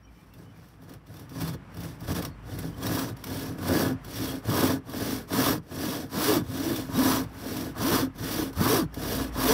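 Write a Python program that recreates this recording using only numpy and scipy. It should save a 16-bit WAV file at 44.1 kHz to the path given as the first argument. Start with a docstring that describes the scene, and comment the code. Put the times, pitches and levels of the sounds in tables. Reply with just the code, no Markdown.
"""A hand saw works through a light board held down by hand and foot, outdoors and close by.
Torn fibres make a dense rasp of random clicks, which rings the steel blade.
Teeth knock on the edge of the cut, faster and slower with each stroke, and ring and rock the board.
Now and then the blade slaps the side of the cut. A dull echo of the sawing follows.
Below lie a far rumble with some rustle, a low hum and the thin whistles of a far bird."""
import sys
import numpy as np
from scipy import signal
from scipy.fft import rfft, irfft, next_fast_len
from scipy.io import wavfile
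from scipy.ndimage import uniform_filter1d

SR = 44100
rng = np.random.default_rng(int(sys.argv[2]) if len(sys.argv) > 2 else 0)


def natural_amplitude(level_db):
    """Convert a level in decibels to a linear amplitude factor, elementwise."""
    exponent = np.asarray(level_db, float) / 20
    return 10 ** exponent


def put_to_file(sound):
    """Save the sound as 16-bit audio at rate SR, in the file named by the first command-line argument."""
    columns = np.atleast_2d(sound).T  # one column per channel
    safe = np.clip(columns, -1, 1)
    whole_steps = np.round(safe * 32767)
    wavfile.write(sys.argv[1], SR, whole_steps.astype(np.int16))


N = 420273  # length of the scene in samples

# resonances of the board: (frequency [Hz], width [Hz], level [dB])
BOARD_MODES = [(221, 33.5, -6.5), (264.8, 16, 0.5), (304.9, 16.5, -1.5), (339.8, 19.4, -5.5),
               (412.6, 13, -5), (468.6, 27.6, -9.5), (530, 46, -11), (641, 162, -14), (1005, 480, -28),
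               (1156, 140, -22.5), (1484, 41, -14), (1688, 74, -13)]
# the board rocking on what it lies on: (frequency [Hz], width [Hz], level [dB])
SUPPORT_MODES = [(86, 25.5, -2.5), (116.3, 32, 0.5), (139.3, 12.2, -1), (164, 17.6, -1)]
# woody tone of the walls of the cut: (frequency [Hz], level [dB])
KERF_TONE = [(410, -19), (700, -8), (800, -13), (1000, -3), (1250, -5), (1400, -13), (1700, -12.5),
             (2300, -37), (4000, -57)]


def rms_one(x):
    """Scales a sound to an rms (average strength) of 1."""
    return x / np.sqrt(np.mean(x ** 2) + 1e-20)


def in_time(rows):
    """Joins table rows (time, value, ...) into curves with one value a sample."""
    time_s, *columns = np.transpose(rows)
    return [np.interp(np.arange(N) / SR, time_s, column) for column in columns]


def coloured(x, spectrum):
    """Makes each frequency louder or softer, following (frequency [Hz], level [dB]) rows."""
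    size = next_fast_len(N)
    hz, db = np.transpose(spectrum)
    log_hz = np.log(np.arange(size // 2 + 1) * SR / size + 1)
    gain = natural_amplitude(np.interp(log_hz, np.log(hz), db))
    return irfft(rfft(x, size) * gain, size)[:N]


def drift(rate):
    """A slow random curve of rms 1 that changes about rate times a second."""
    # drawn once every 40 samples; the first 2000 values let the filter settle
    r = np.exp(-80 * np.pi * rate / SR)
    slow = signal.lfilter([1], [1, -2 * r, r * r], rng.standard_normal(N // 40 + 2002))[2000:]
    return np.interp(np.arange(N) / 40, np.arange(len(slow)), rms_one(slow))


def resonate(x, hz, width_hz):
    """One resonance with gain 1 at its peak: the narrower it is, the longer it rings."""
    r = np.exp(-np.pi * width_hz / SR)
    top = (1 - r * r) / 2
    return signal.lfilter([top, 0, -top], [1, -2 * r * np.cos(2 * np.pi * hz / SR), r * r], x + 1e-18)


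def body(x, modes):
    """A solid body rings in several modes at once; their signs alternate."""
    return sum((-1) ** k * natural_amplitude(db) * resonate(x, hz, width_hz)
               for k, (hz, width_hz, db) in enumerate(modes))


def grains(per_s, spread_db):
    """Random clicks of uneven size and either sign, scaled to rms 1."""
    sizes = natural_amplitude(spread_db * np.minimum(rng.exponential(1, N), 5)) * rng.choice([-1, 1], N)
    return rms_one(sizes * (rng.random(N) < per_s / SR))


def strokes():
    """The arm speeds up and brakes along a lopsided arch; the rasp swells and fades with it.

    Gives the teeth per second, the rasp level [dB] and four values of the stroke under way [dB]:
    top rasp level, evenness of the bite, depth of the cut, weight on the board."""
    # strokes: (start [s], end [s], top speed [teeth/s], rasp at top speed [dB], weight on the board [dB])
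    pushes = [(0.27, 0.511, 190, -63.5, 0), (0.762, 1.009, 150, -59, 2), (1.251, 1.59, 170, -46, 0.5),
              (1.951, 2.338, 230, -42, 3), (2.711, 3.167, 280, -36.5, 2.5), (3.531, 3.979, 400, -34.5, 6.5),
              (4.4, 4.815, 400, -31.5, 4.5), (5.252, 5.614, 430, -29, 1.5), (6.07, 6.44, 420, -29, 0.5),
              (6.853, 7.285, 400, -30, 1.5), (7.72, 8.098, 400, -29.5, 4.5), (8.51, 8.873, 425, -28.5, 0.5),
              (9.298, 9.73, 500, -26.5, 1.5)]
    pulls = [(0.0, 0.4, 129, -68, -9), (0.41, 0.85, 140, -65, -7), (1.025, 1.306, 131, -57.5, -0.5),
             (1.676, 2.007, 190.8, -50.5, -2), (2.39, 2.786, 184.8, -47.5, 0.5),
             (3.138, 3.594, 321.8, -41.5, -0.5), (3.991, 4.443, 350, -39, 0), (4.822, 5.284, 300, -37, 1.5),
             (5.636, 6.111, 321.5, -37.5, 1), (6.39, 6.939, 340.7, -37.5, 1),
             (7.265, 7.79, 340.6, -40.5, 0), (8.118, 8.543, 346.5, -35, 1),
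             (8.898, 9.335, 351.4, -35.5, 2.5)]
    # the blade binds (minus) or breaks free (plus): (time [s], length [s], change of rasp level [dB])
    lurches = [(0.345, 0.036, 1), (0.47, 0.069, 3), (0.867, 0.026, -8), (0.91, 0.013, -3),
               (1.075, 0.032, 5), (1.417, 0.025, 8), (1.457, .025, 0), (1.488, 0.042, 6),
               (1.543, .025, 13.5), (1.847, 0.026, 5), (2.062, 0.018, -8), (2.108, 0.064, 4.5),
               (2.138, 0.016, -10.5), (2.167, 0.039, 4.5), (2.212, 0.023, -6), (2.248, 0.011, -2),
               (2.26, 0.016, 3), (2.57, 0.023, -5), (2.799, 0.037, -5), (2.834, .05, 2.5),
               (3.06, 0.023, -5), (3.096, 0.021, 4.5), (3.237, 0.055, -7), (3.687, 0.013, 5.5),
               (3.796, 0.063, 3), (4.576, .06, 1), (5.07, .03, -0.5), (5.128, 0.026, 1.5),
               (5.336, 0.056, 3.5), (5.641, 0.034, 10), (6.367, 0.048, 5), (6.425, .05, 7),
               (7.281, .04, 10), (7.402, 0.11, -2.5), (7.738, 0.026, -10), (8.55, 0.023, -4),
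               (8.75, 0.05, 1)]
    # each kind: (strokes, fastest moment as share of the stroke, sharpness of the swell, of the fade,
    # depth of the cut [dB], evenness of the bite [dB])
    kinds = [(pushes, 0.59, 2.0, 2.5, 1.5, 0.5), (pulls, 0.55, 2, 2, -4, -10)]
    drag_s = 0.045  # the teeth drag this long before the blade gets going
    resting_db = -78  # the blade never quite rests in the cut
    t = np.arange(N) / SR
    rate = np.zeros(N)
    power = np.full(N, natural_amplitude(2 * resting_db))
    held = np.zeros((4, N))
    held[0] = resting_db
    for table, share, rising, falling, depth_db, even_db in kinds:
        for start, end, top_rate, top_db, weight_db in table:
            now = slice(int(start * SR), int(end * SR))
            fastest = start + share * (end - start)
            arch, speed = (np.sin(np.interp(t[now], [s, fastest, end], [0, np.pi / 2, np.pi]))
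                           for s in (start, start + drag_s))
            sharpness = np.where(t[now] < fastest, rising, falling)
            own_power = (natural_amplitude(top_db) * arch.clip(0) ** sharpness) ** 2
            # where strokes overlap, the stronger one sets speed and values
            leads = own_power > power[now]
            values = [[top_db], [even_db], [depth_db], [weight_db]]
            held[:, now] = np.where(leads, values, held[:, now])
            rate[now] = np.where(leads, top_rate * speed, rate[now])
            power[now] += own_power
    coarse_t = t[::20]
    lurch_db = sum(db * np.exp(-(2 * (coarse_t - s) / length_s) ** 2) for s, length_s, db in lurches)
    rasp_db = 10 * np.log10(power) + np.interp(t, coarse_t, lurch_db)
    return rate, rasp_db, uniform_filter1d(held, int(.01 * SR))


def rasp(level_db, chatter_db, brightening):
    """Fibres tear as dense clicks while the blade judders; fast hard strokes are brighter."""
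    judder_db = chatter_db * (drift(66) + 0.37 * drift(88))
    tearing = grains(per_s=14000, spread_db=2.5) * natural_amplitude(level_db + judder_db)
    sizzle = signal.sosfilt(signal.butter(2, 9000, "high", fs=SR, output="sos"), tearing)
    sizzle_db = brightening * (level_db + 24.5) + 0.49 * drift(25)
    return tearing + sizzle * (natural_amplitude(sizzle_db) - 1)


def catches(rise_s, burst_s):
    """The blade catches or slaps the side of the cut: each time a short burst of noise."""
    # (time [s], level [dB])
    slaps = [(0.3376, -41), (0.5731, -49), (0.6853, -47), (0.8194, -47), (0.8361, -48), (0.8936, -40),
             (0.9373, -36.5), (1.067, -44), (1.1403, -38.5), (1.1672, -39), (1.195, -35), (1.2935, -38.5),
             (1.3518, -39), (1.4065, -40), (1.4803, -27.5), (1.7444, -39), (1.7694, -35), (1.804, -31),
             (1.8342, -32), (2.006, -35.5), (2.0787, -37), (2.119, -29), (2.159, -39), (2.2235, -24.5),
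             (2.2497, -20), (2.588, -25), (2.7438, -47), (2.7821, -38), (2.8331, -29), (2.8667, -19.5),
             (2.991, -19), (3.1681, -36.5), (3.2398, -22.5), (3.269, -29), (3.4, -67), (3.5848, -33),
             (3.6731, -27), (3.7492, -26), (4.0464, -31), (4.4531, -33), (4.4992, -25), (4.8958, -32),
             (5.2967, -55), (5.3308, -22), (6.113, -82), (6.129, -30), (6.761, -20.5), (6.9439, -31),
             (6.989, -17), (7.5672, -24), (7.78, -27), (8.53, -33), (8.9423, -28), (9.3531, -45.5)]
    time_s, db = np.transpose(slaps)
    burst = np.zeros(N)
    burst[(time_s * SR).astype(int)] = natural_amplitude(db - 10.0)  # noise rms lies below its peak
    burst = signal.lfilter([1], [1, -np.exp(-1 / (burst_s * SR))], burst + 1e-18)
    return uniform_filter1d(burst, int(rise_s * SR)) * rng.standard_normal(N)


def steel(x, ring_db, shifting_db, crowd_db, crowd_width_hz):
    """The blade adds its ringing; as the point of contact travels, modes come and go."""
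    # resonances of the blade: (frequency [Hz], width [Hz], level [dB])
    blade_modes = [(2245, 59, -7.5), (2510, 55, -14.5), (2910, 134, -7.5), (3326, 72, -0.5), (3525, 69, 1),
                   (3840, 33, -2.5), (4284, 55, -2), (4734, 74, -0.5), (5190, 37, -4.5), (5560, 83, -1),
                   (5903, 70, -2)]
    # high up the modes crowd too closely to be named one by one
    crowd_hz = np.linspace(6300, 15500, 36) + rng.uniform(-120, 120, 36)
    modes = blade_modes + [(hz, crowd_width_hz, crowd_db) for hz in crowd_hz]
    return x + sum(resonate(x * natural_amplitude(db + ring_db + shifting_db * drift(20)), hz, width_hz)
                   for hz, width_hz, db in modes)


def blade(rubbing):
    """Rubbing wood rings the steel blade, which gives the rasp its tone."""
    # tone of the rasp: (frequency [Hz], level [dB])
    rasp_tone = [(1300, -15), (1900, -13.5), (2350, -16.5), (5500, -14.5), (7500, -15.5), (10000, -13),
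                 (14000, -7.5), (16000, -9.5)]
    ringing = steel(rubbing, ring_db=1.0, shifting_db=4.0, crowd_db=-2.0, crowd_width_hz=108)
    return natural_amplitude(16) * coloured(ringing, rasp_tone)


def bite(rate, even_db, uneven_db, contact_hz):
    """The force on the wood: one soft push per tooth, wavering in time and size, plus torn fibres."""
    teeth = 2 * np.pi * np.cumsum(rate * (1 + .035 * drift(30))) / SR
    pushes = (np.sin(teeth) + 0.43 * np.sin(2 * teeth)) * natural_amplitude(uneven_db * drift(16.3))
    # the contact is soft, so it dulls the clicks of the fibres
    softness = signal.butter(1, contact_hz, fs=SR, output="sos")
    fibres = signal.sosfilt(softness, grains(per_s=900, spread_db=4.0))
    return natural_amplitude(even_db) * pushes + rms_one(fibres)


def board(rate, level_db, top_db, even_db, weight_db):
    """The bite rings the board and rocks it on its support, most when the tooth rate passes a mode."""
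    # the cut guides the blade, so even tooth pushes grow or shrink: (time [s], level [dB])
    guiding = [(0, -18), (3.5, -18), (5.5, -13), (6.2, -7), (6.42, -5), (6.52, -4), (6.66, 6), (6.8, -6),
               (6.98, -4), (7.15, -16), (7.84, -4), (7.98, -16), (8.65, -5), (8.86, -2), (9.0, -9),
               (9.38, -11), (9.53, -5)]
    # how loosely the board lies; on the whole it settles as hand and foot press: (time [s], level [dB])
    looseness = [(0, 4), (0.8, 4), (1.4, 8.5), (2.2, 7.5), (3.0, 6.5), (3.8, 3.5), (4.6, 3.5), (5.5, 1),
                 (6.3, 1), (7.2, 0), (8.2, 1), (8.9, 2.5), (9.3, -1.5), (9.53, -4)]
    ringing_db, rocking_db = -31.5, -37  # mean levels
    ringing_follows, rocking_follows = 0.72, 0.51  # share of the rasp's swing in dB that they follow
    tooth_follows = 0.29  # share of the swell and fade that the push of each tooth follows
    faded_db = np.minimum(level_db - top_db, 0)
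    even_db = even_db + in_time(guiding)[0] - (1 - tooth_follows) * np.maximum(faded_db, -20)
    force = bite(rate, even_db, uneven_db=5.0, contact_hz=840)
    pressed_db = level_db + weight_db
    ringing = body(force * natural_amplitude(ringing_follows * pressed_db), BOARD_MODES)
    rocking = body(force * natural_amplitude(rocking_follows * pressed_db + in_time(looseness)[0]), SUPPORT_MODES)
    return natural_amplitude(ringing_db) * rms_one(ringing) + natural_amplitude(rocking_db) * rms_one(rocking)


def kerf(level_db, top_db, depth_db, softening, fading):
    """Coarser tearing sounds through the wood beside the cut; it sets in early and lasts."""
    stroke_db = softening * (top_db + 39.0) + fading * (level_db - top_db)
    tearing_db = stroke_db + depth_db + 1.67 * drift(21)
    return coloured(grains(per_s=5000, spread_db=3.0) * natural_amplitude(tearing_db - 23.5), KERF_TONE)


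def knocks(caught):
    """Each catch of the blade also knocks on the walls of the cut and rings and rocks the board."""
    return natural_amplitude(6) * coloured(caught, KERF_TONE) + natural_amplitude(15) * body(caught, BOARD_MODES + SUPPORT_MODES)


def yard(x):
    """Walls and ground nearby send back a short, dull wash of fading noise."""
    level_db, t60_s, cut_hz = -21.5, 0.1, 2900  # t60: time to fade by 60 dB
    t = np.arange(int(t60_s * SR)) / SR
    wash = rng.standard_normal(len(t)) * natural_amplitude(-60 * t / t60_s) * (t > .008)
    wash = signal.sosfilt(signal.butter(1, [500, cut_hz], "band", fs=SR, output="sos"), wash)
    return natural_amplitude(level_db) * signal.fftconvolve(x, wash / np.sqrt(np.sum(wash ** 2)))[:N]


def bird(warble):
    """A far bird: thin, husky, wavering whistles, each a sine that swells and fades."""
    # (start [s], end [s], frequency [Hz], level [dB])
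    notes = [(0.017, 0.075, 5560, -62), (0.024, .1, 3000, -65), (.06, .11, 2370, -62),
             (0.13, 0.183, 5300, -72), (0.138, 0.264, 2340, -65), (0.147, .22, 3030, -69),
             (0.303, 0.367, 2680, -63), (0.435, .535, 3000, -65), (0.527, 0.574, 2340, -64),
             (2.3, 2.36, 4350, -62), (2.73, 2.76, 3070, -52)]
    t = np.arange(N) / SR
    wavering_t = np.cumsum(1 + warble * drift(80)) / SR
    out = np.zeros(N)
    for start, end, hz, db in notes:
        swell = np.sin(np.interp(t, [start, end], [0, np.pi]))
        out += natural_amplitude(db) * swell * np.sin(2 * np.pi * hz * wavering_t)
    return out * natural_amplitude(3.5 * drift(90) - 3)


def air():
    """Far rumble and rustle: coloured noise that swells and flickers a little."""
    # tone of the rumble and rustle: (frequency [Hz], level [dB])
    air_tone = [(18, -44), (30, -21), (108, -2), (238, -6.5), (301, -12), (457, -19), (1090, -16),
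                (2000, -23), (3100, -30), (3900, -38), (5510, -39), (8000, -35.5), (16000, -46)]
    # swells of the rumble: (time [s], level [dB])
    swells = [(0, 0), (1.0, 0), (1.65, 8), (2.4, 7), (4, 9), (5.6, 1.5), (7.3, 9), (8.9, 6), (9.53, 16)]
    flicker_db = 1.2 * drift(8)
    noise = rms_one(coloured(rng.standard_normal(N), air_tone))
    return noise * natural_amplitude(-57 + in_time(swells)[0] + flicker_db)


def hum():
    """A low hum swells and fades: one sine that wanders in pitch and strength."""
    # (time [s], level [dB])
    hum_swells = [(0, -60), (0.6, -58.5), (1.6, -58), (2.1, -50.5), (2.73, -48.5), (2.85, -52),
                  (3.6, -53.5), (4.2, -54), (4.75, -59), (5.2, -53.5), (5.6, -60), (6.6, -56), (7.4, -49.5),
                  (8.04, -51), (8.85, -47), (9.53, -40)]
    hum_hz, width_hz = 55.7, 7.05
    turns = np.cumsum(hum_hz + width_hz / 2 * drift(6.4)) / SR
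    wave = np.sqrt(2) * np.sin(2 * np.pi * turns)
    return wave * natural_amplitude(3.0 * drift(5.7)) * natural_amplitude(in_time(hum_swells)[0])


def scene():
    """Blade, cut and board with their echo, over bird, rumble and hum."""
    rate, rasp_db, (top_db, even_db, depth_db, weight_db) = strokes()
    caught = catches(rise_s=0.0035, burst_s=0.006)
    rubbing = rasp(rasp_db, chatter_db=1.0, brightening=0.29) + caught
    wood = kerf(rasp_db, top_db, depth_db, softening=1.0, fading=0.76)
    wood = wood + board(rate, rasp_db, top_db, even_db, weight_db)
    sawing = blade(rubbing) + knocks(caught) + wood
    return (sawing + yard(sawing) + bird(warble=0.0177) + air() + hum())[None]


def top_cut(x):
    """Nothing passes above the cut-off."""
    return signal.sosfilt(signal.butter(12, 17040, fs=SR, output="sos"), x)


def record(dry):
    """Deep bass is cut; the treble takes one step down, then a steep cut."""
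    step_hz, step_db, cutoff_hz = 6050, -9, 15710
    # (frequency [Hz], level [dB])
    edges = [(20, -9), (40, 0), (step_hz - 40, 0), (step_hz + 40, step_db),
             (cutoff_hz, step_db), (cutoff_hz + 120, -62)]
    mix = coloured(dry[0], edges)[None]
    return top_cut(mix)


dry = scene()
out = record(dry)
put_to_file(out)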